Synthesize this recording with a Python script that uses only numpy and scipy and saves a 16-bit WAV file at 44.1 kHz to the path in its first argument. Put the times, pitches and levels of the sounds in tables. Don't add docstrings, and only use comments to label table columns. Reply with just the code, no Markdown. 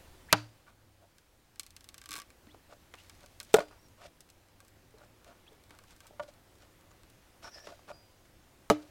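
import sys
import numpy as np
from scipy import signal
from scipy.fft import rfft, irfft
from scipy.io import wavfile
from scipy.ndimage import uniform_filter1d

SR = 44100
rng = np.random.default_rng(int(sys.argv[2]) if len(sys.argv) > 2 else 0)


def waveform_to_disk(signal):
    frames = np.transpose(np.atleast_2d(signal))
    scaled = np.clip(frames, -1, 1) * 32767
    samples = np.round(scaled).astype(np.int16)
    wavfile.write(sys.argv[1], SR, samples)


N = 392490

# (frequency [Hz], relative density [dB per Hz])
AIR_SPECTRUM = [(8.8, -31), (15, -3), (65, -9.5), (97, -11), (174, -19.5), (382, -18), (430, -27.5),
                (512, -18.5), (559, -22.5), (972, -24.5), (1060, -26), (1850, -27), (16000, -37.5)]
# (time [s], level [dB], extra level below about 1 kHz [dB])
AIR_SWELL = [(0, -60.5, 2.5), (.32, -63, 4), (.47, -66.5, 2), (.8, -69, 3), (1.5, -68.5, 0.5),
             (2.05, -66, 2.5), (2.6, -65.5, 2.5), (3.401, -64, 0.5), (3.75, -65.5, 4), (4.3, -67.5, 2),
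             (5.2, -66.5, 6), (6.049, -65.5, 2), (6.4, -66, 4.5), (7.35, -65.5, 4), (7.6, -64, 1.5),
             (8.2, -66.5, 3.5), (8.9, -65, 4)]
# (start [s], end [s], start frequency [Hz], end frequency [Hz], fundamental RMS [dB])
HUM_GLIDES = [(0, .3, 99, 100.6, -71.5), (0.548, 1.149, 107.8, 96.5, -70), (1.47, 2.147, 88, 87.8, -71),
              (2.398, 2.798, 84.5, 91.2, -68), (2.87, 3.5, 90.3, 90.5, -68.5), (3.65, 4.1, 98.8, 99.4, -69),
              (4.3, 5.246, 89.9, 117.1, -70), (5.631, 6.249, 100.2, 104.5, -73),
              (6.4, 7.247, 94.86, 114.4, -70), (7.598, 8.45, 104.8, 103, -71.5)]
# (start [s], end [s], start frequency [Hz], end frequency [Hz], level [dB], noise width [Hz])
CHIRP_GLIDES = [(.275, 0.346, 1295, 3202, -53.5, 353.4), (2.484, 2.5, 1800, 2100, -63, 60),
                (2.489, 2.533, 2490, 4200, -63.5, 100), (2.969, 3.02, 2690, 3040, -62, 90),
                (3.782, 3.822, 5270, 5740, -73.5, 90), (3.809, 3.9, 5800, 5460, -72.5, 60.3),
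                (4.96, 5.016, 4410, 3810, -75, 60), (5.459, 5.5, 2190, 4190, -60.5, 100),
                (6.89, 6.93, 7100, 6930, -74.5, 61.3)]
# (frequency [Hz], T60 [s])
YARD_DECAY = [(200, 0.48), (1000, 0.21), (4000, .24), (12000, 0.22)]
# low edge, high edge [Hz]
ECHO_EDGES_HZ = [850, 7000]
# (frequency [Hz], level [dB], T60 before grip or damping [s])
POLE_MODES = [(112, -7.5, 0.23), (229, -7, 0.048), (438.5, 2, .07), (594, -3, 0.092), (680, -4, 0.078),
              (808, -8.5, 0.089), (942, -6, 0.059), (1169, -4, 0.055), (1277, -4, 0.054), (1438, 0, .05),
              (1725, -14, .04), (2320, -6, 0.021), (2820, -13.5, 0.027), (3003, -10.5, 0.047),
              (3820, -8.5, 0.043)]
# (frequency [Hz], level [dB], T60 before damping [s])
BLADE_MODES = [(1760, 2.5, 0.11), (4400, -15.5, 0.36), (4860, -1, 0.63), (5260, 0, 0.19), (5590, 3.5, .2),
               (5900, -5.5, .15), (6280, -12, 0.12), (11300, -28, .1)]
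# (time [s], wall level [dB], most excited frequency [Hz], spread [octaves], place along the pole [0-1],
# T60 factor of the grip, cavity level [dB], crack level [dB], blade level [dB], contact time [s],
# thump level [dB], crack tilt [dB per octave], crack T60 [s])
CHOP_LAYERS = [(.327, -25.5, 2187, 2.3, 0.91, .99, -29, -6.5, -70.5, 0.0001, -28.5, -2.5, .02),
               (.329, -13, 1165, 0.5, .95, 1.3, -45.5, -13, -61, 0.005, -17.5, -8, 0.051),
               (.332, -26, 110.6, .28, 1, 1.92, -61, -58, -87, 0.0044, -49, -2.5, .04),
               (3.541, 0, 457, 0.65, 0.43, 0.71, -43.5, -12.5, -59.5, 0.0028, -20.5, -1.5, 0.022),
               (3.544, -11, 1591, 0.25, .89, 0.65, -60.5, -32, -90, .0039, -28, -4, 0.076),
               (3.5851, -6.5, 640, 0.59, .34, .3, -40.5, -32, -89.5, 0.0024, -32, -8.5, .055),
               (3.584, -24, 1700, .3, .89, .8, -70, -60, -90, .003, -70, -7, .03),
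               (3.604, -26, 560, 0.72, 0.5, 0.6, -51, -29, -90, 0.0035, -50, -7.5, 0.017),
               (8.7003, -23, 2480, 0.81, 1, 1.01, -39, -15, -91, .0005, -17.5, -5.5, 0.02),
               (8.7033, -9.5, 1160, 0.18, 0.97, .9, -57, -48, -90, 0.0021, -59.5, -1, .03),
               (8.7034, -5, 720, 1.2, .96, 0.69, -23, -31.5, -90, 0.0066, -10.5, -3.5, .11)]
# (time [s], wall level [dB], most excited frequency [Hz], spread [octaves],
# place [0-1], T60 factor, cavity level [dB], crack level [dB], blade level [dB], contact time [s])
LIGHT_TAPS = [(2.092, -51, 300, .5, .97, 0.73, -52, -70, -90, .004),
              (2.141, -46, 300, 0.57, 1, .8, -54.5, -68, -90, 0.0036),
              (2.469, -38, 239, .36, 0.95, .8, -55, -56.5, -90, 0.0016),
              (2.544, -45, 606, 1.2, 1, .33, -67.5, -54, -90, 0.0012),
              (2.939, -43, 1010, 1.3, 0.8, 0.23, -68, -40.5, -91, 0.0004),
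              (4.94, -44.5, 431, 0.65, 0.43, 0.98, -65, -69, -90, .0043),
              (5.517, -43.5, 440, .39, 0.4, 1, -73, -66, -90, 0.0045),
              (5.706, -48.5, 238, 0.44, 0.95, 0.88, -57.5, -48.5, -88, .002),
              (6.108, -36, 578, 0.43, 0.39, .27, -70.5, -65, -90, 0.0015),
              (6.1955, -19, 790, 1.1, 0.31, 0.81, -56.5, -38, -80, 0.0063),
              (6.283, -39.5, 580, 0.39, 0.31, 0.91, -70, -63, -89, .0034),
              (7.67, -26.5, 695, 0.42, .92, 0.48, -56, -39.5, -75, 0.0021),
              (7.792, -43, 773, 0.58, .3, 0.31, -74.5, -55, -89.5, 0.0023),
              (7.902, -28.5, 600, 0.56, 0.32, 0.66, -63, -56, -70, 0.0042),
              (7.93, -46, 903, 0.67, 0.04, 0.45, -66, -62, -60.5, .0019)]
# (start [s], peak [s], end [s], hollow, woody, gritty rub level at the peak [dB])
RUB_STROKES = [(.36, 0.39, 0.65, -73, -68, -65), (.66, 0.682, 0.74, -67, -62, -71.5),
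               (0.999, 1.028, 1.09, -63, -72.5, -80.5), (2.69, 2.737, 2.74, -55.5, -59, -62.5),
               (2.946, 2.957, 3.56, -76, -72, -65), (3.202, 3.25, 3.25, -56, -63.5, -70.5),
               (3.404, 3.406, 3.43, -65, -50, -59), (3.46, 3.51, 3.6, -70, -72, -63.5),
               (3.549, 3.568, 3.577, -26, -34, -43), (3.592, 3.607, 3.645, -36, -43, -53),
               (3.68, 3.686, 3.7, -62, -70, -63), (3.705, 3.71, 3.79, -61, -61.5, -66.5),
               (3.971, 4.062, 4.095, -55.5, -59, -59), (4.96, 5.044, 5.05, -60.5, -63, -73),
               (5.252, 5.281, 5.41, -57, -59.5, -66), (5.714, 5.717, 5.84, -73, -61, -69),
               (5.871, 5.92, 5.97, -72.5, -67, -63), (6.02, 6.04, 6.13, -66.5, -64, -69),
               (6.125, 6.14, 6.15, -58, -72, -76), (6.151, 6.168, 6.1, -55, -71, -70),
               (6.221, 6.235, 6.25, -48, -56, -61), (6.277, 6.285, 6.31, -54, -70, -58),
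               (6.598, 6.632, 6.67, -63, -67.5, -63), (6.906, 6.918, 6.92, -66.5, -65, -59.5),
               (7.419, 7.444, 7.5, -52, -49.5, -55), (7.455, 7.474, 7.5, -56, -52, -57.5),
               (7.51, 7.53, 7.46, -59, -60, -54.5), (7.533, 7.586, 7.65, -57, -61, -58.5),
               (7.632, 7.647, 7.82, -62, -70, -59.5), (7.683, 7.686, 7.74, -52, -54.5, -70),
               (7.716, 7.724, 7.75, -55, -62, -73), (7.874, 7.894, 7.91, -51, -54, -58),
               (7.9, 7.927, 7.92, -48.5, -48, -54.5), (7.937, 7.947, 8.0, -65, -62.5, -73),
               (8.241, 8.258, 8.285, -65.5, -68.5, -71.5), (8.493, 8.508, 8, -60.5, -71.5, -75),
               (8.775, 8.802, 8.96, -63, -67, -64.5)]
# (time [s], drive level [dB])
BLADE_DRAG = [(7.41, -76), (7.44, -51.5), (7.475, -54), (7.505, -66), (7.525, -53), (7.586, -53.5),
              (7.625, -60), (7.65, -54), (7.68, -59), (7.72, -76)]
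# (frequency [Hz], level [dB], T60 [s])
STRIP_MODES = [(1144, -6.5, .06), (1596, -9, 0.059), (2240, -11.5, 0.038), (2765, -12, 0.005),
               (3540, -7.5, 0.016), (4240, -0.5, 0.013), (5090, -1, 0.011), (6317, -4, 0.016),
               (7540, -3.5, 0.0073), (7960, -13.5, 0.0029), (10160, -3.5, 0.0038), (12000, -3.5, 0.0044),
               (14200, -15, 0.0017)]
# (time before SNAP_DELAY_S [s], level [dB], tilt [dB per octave])
FIBRE_SNAPS = [(1.1823, -44.5, -1), (1.5578, -44.5, -4), (1.5953, -21.5, 3.5), (1.6316, -38, 2),
               (1.6637, -36.5, 2), (1.705, -41.5, 2), (1.7641, -34, 1), (1.807, -42, -.5),
               (1.842, -39, 1.5), (1.888, -34, 1), (1.9423, -34.5, 1), (1.9796, -34.5, 1),
               (2.0148, -36, -2), (2.0386, -40, -3), (2.0577, -33.5, 0), (2.0895, -30, 1),
               (2.1071, -27.5, 0), (2.1162, -26, -4), (2.1284, -26, 0), (2.138, -24.5, -1),
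               (2.154, -27, -10), (2.162, -28, -1), (2.1677, -30, -7), (2.172, -34, 7), (2.18, -30.5, -18),
               (2.187, -30.5, 0), (2.1992, -30.5, -3), (2.2173, -35, -2), (2.3024, -42, -3),
               (2.9525, -44, -8), (2.9871, -49, -5), (3.002, -49, 0), (3.0355, -49, -7),
               (3.0958, -35.5, -1), (3.2064, -47.5, -3), (3.26, -41, -1), (3.4004, -25.5, -2.5),
               (3.411, -39.5, 5), (3.4293, -36, 7.5), (3.4477, -44, 4), (3.532, -36, 5), (3.559, -28, 3),
               (3.567, -26, 2), (3.5922, -30, -8), (4.2053, -38, 4.5), (4.3003, -42, 3.8),
               (4.6026, -41.5, 3), (4.6482, -49.5, 5), (4.6806, -46, 7), (5.2445, -44, -5.5),
               (5.637, -49, -.5), (5.695, -50.5, -3), (5.7066, -43, -3), (5.7492, -48, -10),
               (5.7876, -40, -10.5), (5.8376, -45.5, -7), (5.9069, -45.5, 2), (5.919, -51.5, 0),
               (5.9628, -46.5, 3.5), (6.0038, -39, 0.5), (6.0677, -39.5, 3.5), (6.0755, -46, 4),
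               (6.337, -50.5, 3), (7.0328, -45.5, -9), (7.0994, -46, 3.5)]
# (time [s], level [dB])
STRIP_LOW_LEVEL = [(1.2, -10.5), (1.65, -11.5), (1.85, -6), (2.11, 0), (2.3, 8.5), (3.0, -6), (4.3, -8.5),
                   (4.6, 4), (5.3, -2.5), (5.8, 3.5), (7.1, -1)]

HUM_THIRD_DB = -13
ECHO_DB = -29
CAVITY_HZ, CAVITY_T60_S = 302, 0.25
THUMP_HZ, THUMP_T60_S = 183, 0.053
TAP_THUMP_REL_WALL_DB, TAP_TILT_DB_PER_OCT, TAP_CRACK_T60_S = -25.5, -7, 0.037
RUB_RISE_DB, RUB_FALL_DB, RUB_UNEVEN_DB = 11.5, 19.5, 2.5
STRIP_DRIFT = .008
SNAP_DELAY_S = .0011
TICKS_PER_S, TICKS_FROM_S, TICKS_TO_S, TICK_FLOOR_DB, TICK_SPREAD_DB = 3.6, 2.9, 7.2, -55.5, 3
EDGE_HZ = 16300


def amp(db):
    return 10 ** (np.asarray(db) / 20)


def evened(x):
    return x / np.sqrt(np.mean(x ** 2) + 1e-20)


def on_log_hz(points, hz):
    f, value = np.transpose(points)
    return np.interp(np.log(hz + 1), np.log(f + 1), value)


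def add(mix, start_s, sound):
    part = mix[round(start_s * SR):][:len(sound)]
    part += sound[:len(part)]


def ring(hz, gains, t60_s, length_s):
    t = np.arange(round(length_s * SR))[:, None] / SR
    modes = gains * amp(-60 * t / t60_s) * np.sin(2 * np.pi * hz * t)
    return modes.sum(1)


def tilted(x, tilt_db_per_oct, low_hz, top_hz):
    hz = np.fft.rfftfreq(len(x), 1 / SR) + 1
    edges = (1 + (low_hz / hz) ** 4) * (1 + (hz / top_hz) ** 4)
    slope = amp(tilt_db_per_oct * np.log2(hz / 3000))
    return irfft(rfft(x) * slope / edges, len(x))


def level(points):
    out = np.zeros(N)
    time_s, db = np.transpose(points)
    t = np.arange(time_s[0], time_s[-1], 1 / SR)
    add(out, time_s[0], amp(np.interp(t, time_s, db)) * signal.windows.tukey(len(t), .15))
    return out


def air():
    frames, hz = N // 256 + 5, np.fft.rfftfreq(1024, 1 / SR)
    real, imag, patches = rng.standard_normal((frames, 513, 3)).T
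    patches = uniform_filter1d(patches, 12, 0)
    patches = evened(uniform_filter1d(patches, 14, 1))
    time_s, db, low_db = np.transpose(AIR_SWELL)
    t = np.arange(frames) * 256 / SR
    low = 1 / (1 + (hz[:, None] / 1200) ** 2) / (1 + (150 / (hz[:, None] + 1)) ** 2)
    field_db = on_log_hz(AIR_SPECTRUM, hz)[:, None] + np.interp(t, time_s, db)
    field_db = field_db + low * np.interp(t, time_s, low_db) + 0.94 * patches
    spectra = (real + 1j * imag) * amp(field_db + 6.0)
    return signal.istft(spectra, nperseg=1024, noverlap=768)[1][:N]


def hum():
    out = np.zeros(N)
    for start_s, end_s, start_hz, end_hz, db in HUM_GLIDES:
        hz = np.linspace(start_hz, end_hz, round((end_s - start_s) * SR))
        phase = 2 * np.pi * np.cumsum(hz) / SR
        tone = np.sin(phase) + amp(HUM_THIRD_DB) * np.sin(phase * 3)
        add(out, start_s, amp(db) * np.sqrt(2) * tone * signal.windows.tukey(len(phase), .3))
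    return out


def chirp(start_s, end_s, start_hz, end_hz, db, width_hz):
    t = np.arange(0, end_s - start_s, 1 / SR)
    carrier = np.exp(2j * np.pi * np.cumsum(np.linspace(start_hz, end_hz, len(t))) / SR)
    pole = np.exp(-np.pi * width_hz / SR)
    noise = rng.standard_normal(len(t)) + 1j * rng.standard_normal(len(t))
    fuzz = signal.lfilter([1], [1, -pole], noise)
    glide = (carrier * (1 + 2 * fuzz * np.sqrt(1 - pole))).real
    return amp(db) * evened(glide) * signal.windows.tukey(len(t), .7)


def yard(x):
    taps = np.zeros(SR // 2)
    at = np.arange(600, len(taps) - 20, 20)
    taps[at + rng.integers(0, 20, len(at))] = rng.choice([-1., 1.], len(at))
    taps *= np.clip((np.arange(len(taps)) / SR - .016) / .03, 0, 1)
    hz, t, z = signal.stft(taps, SR, nperseg=256)
    decay = amp(-60 * t / on_log_hz(YARD_DECAY, hz)[:, None])
    tail = signal.istft(z * decay, SR, nperseg=256)[1]
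    tail = signal.lfilter(*signal.butter(2, ECHO_EDGES_HZ, "band", fs=SR), tail)
    return signal.oaconvolve(x, tail / np.linalg.norm(tail))[:N]


def knock(wall_db, hz, octaves, place, grip, cavity_db, crack_db, blade_db, contact_s, thump_db,
          tilt_db_per_oct, crack_t60_s):
    f, db, t60_s = np.transpose(POLE_MODES)
    reach = np.exp(-.5 * (np.log2(f / hz) / octaves) ** 2)
    shape = np.cos(np.pi * place * np.arange(len(f))) ** 3
    body = amp(wall_db) * ring(f, amp(db) * reach * shape, t60_s * grip, .5)
    body += amp(thump_db) * ring(THUMP_HZ, 0.98, THUMP_T60_S, .5)
    t = np.arange(len(body)) / SR
    body *= 1 - np.exp(-t / abs(contact_s))
    cavity = amp(cavity_db) * ring(CAVITY_HZ, 0.99, CAVITY_T60_S, .5) * (1 - np.exp(-t / .006))

    splinters = evened(tilted(rng.standard_normal(len(t)), tilt_db_per_oct, 700, 12000))
    splinters *= 1 - np.exp(-4 * t / abs(contact_s))
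    dull = uniform_filter1d(splinters, size=7)
    fade = amp(-60 * t / crack_t60_s) + .02 * amp(-60 * t / (5.3 * crack_t60_s))
    crack = amp(crack_db) * fade * (dull + (splinters - dull) * fade ** 0.37)

    f, db, t60_s = np.transpose(BLADE_MODES[1:3])
    return body + cavity + crack + amp(blade_db) * ring(f, amp(db), t60_s, .5)


def grit(slips_per_s, spread_db):
    size = amp(spread_db * np.minimum(rng.exponential(1, N), 4)) * rng.standard_normal(N)
    return size * (rng.random(N) < slips_per_s / SR)


def rubbed(drive, modes, damping):
    f, db, t60_s = np.transpose(modes)
    body = ring(f, amp(db), damping * t60_s, 0.47)
    return signal.oaconvolve(drive, body / np.linalg.norm(body))[:N]


def strokes(column):
    wobble = uniform_filter1d(rng.standard_normal(N), size=500)
    wobble = evened(uniform_filter1d(wobble, size=500))
    gain = np.zeros(N)
    for start_s, peak_s, end_s, *peaks_db in RUB_STROKES:
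        db = peaks_db[column]
        gain += level([
            (start_s, db - RUB_RISE_DB),
            (start_s + np.sqrt(.5) * (peak_s - start_s), db - .2 * RUB_RISE_DB),
            (peak_s, db),
            (peak_s + .5 * (end_s - peak_s), db - 0.5 * RUB_FALL_DB),
            (end_s, db - RUB_FALL_DB)])
    return amp(RUB_UNEVEN_DB * wobble) * gain


def rubbing():
    hollow = rubbed(strokes(column=0) * evened(grit(1500, 2.5)), POLE_MODES[3:5], .8)
    woody = rubbed(strokes(column=1) * evened(grit(2000, 2.5)), POLE_MODES[6:12], .55)
    gritty = strokes(column=2) * evened(tilted(grit(6000, 2.2), -3.5, 1700, 9000))
    drag = level(BLADE_DRAG)
    sing = np.zeros(N)
    for mode in BLADE_MODES:
        catches = drag * evened(grit(250, 3.5))
        sing += amp(mode[1] - 10.0) * rubbed(catches, [mode], 0.49)
    return hollow + woody + gritty + sing


def snap(db, tilt_db_per_oct, low_db):
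    f, mode_db, t60_s = np.transpose(STRIP_MODES)
    detune, uneven = rng.standard_normal((2, len(f)))
    colour_db = np.where(f < 2500, low_db, tilt_db_per_oct * np.log2(f / 4000))
    signs = (-1) ** np.arange(len(f))
    gains = amp(mode_db + colour_db + 3.1 * uneven) * signs
    tone = ring(f * (1 + STRIP_DRIFT * detune), gains, t60_s, 0.052)
    t = np.arange(len(tone)) / SR
    spike = -np.cos(2 * np.pi * 8000 * t) * amp(2.5 - 60 * t / .0007)
    puff = evened(tilted(rng.standard_normal(len(t)), tilt_db_per_oct - 5.5, 1900, 13000))
    ring_on = 0.53 * tone / abs(tone).max() + 0.16 * puff * amp(-60 * t / 0.045)
    return amp(db) * (spike + ring_on * (1 - np.exp(-t / .0002)))


def ticks():
    gap, size, tilt = rng.exponential(1, (80, 3)).T
    time_s = TICKS_FROM_S + np.cumsum(gap) / TICKS_PER_S
    db = TICK_FLOOR_DB + TICK_SPREAD_DB * np.minimum(size, 2)
    return np.transpose([time_s, db, 4 * (tilt - 1)])[time_s < TICKS_TO_S]


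def scene():
    background = air() + hum()
    near = np.zeros(N)
    for row in CHIRP_GLIDES:
        add(near, row[0], chirp(*row))
    for time_s, *layer in CHOP_LAYERS:
        add(near, time_s, knock(*layer))
    near += rubbing()
    for time_s, db, tilt_db_per_oct in [*FIBRE_SNAPS, *ticks()]:
        low_db = np.interp(time_s, *np.transpose(STRIP_LOW_LEVEL))
        add(near, time_s + SNAP_DELAY_S, snap(db, tilt_db_per_oct, low_db))
    for time_s, wall_db, *tap in LIGHT_TAPS:
        thump_db = wall_db + TAP_THUMP_REL_WALL_DB
        add(near, time_s, knock(wall_db, *tap, thump_db, TAP_TILT_DB_PER_OCT, TAP_CRACK_T60_S))
    return (near + amp(ECHO_DB) * yard(near) + background)[None]


def record(dry):
    lowpass = signal.firwin(511, EDGE_HZ, window=("kaiser", 9), fs=SR)
    return signal.oaconvolve(dry, lowpass[None], "same")


dry = scene()
out = record(dry)
waveform_to_disk(out)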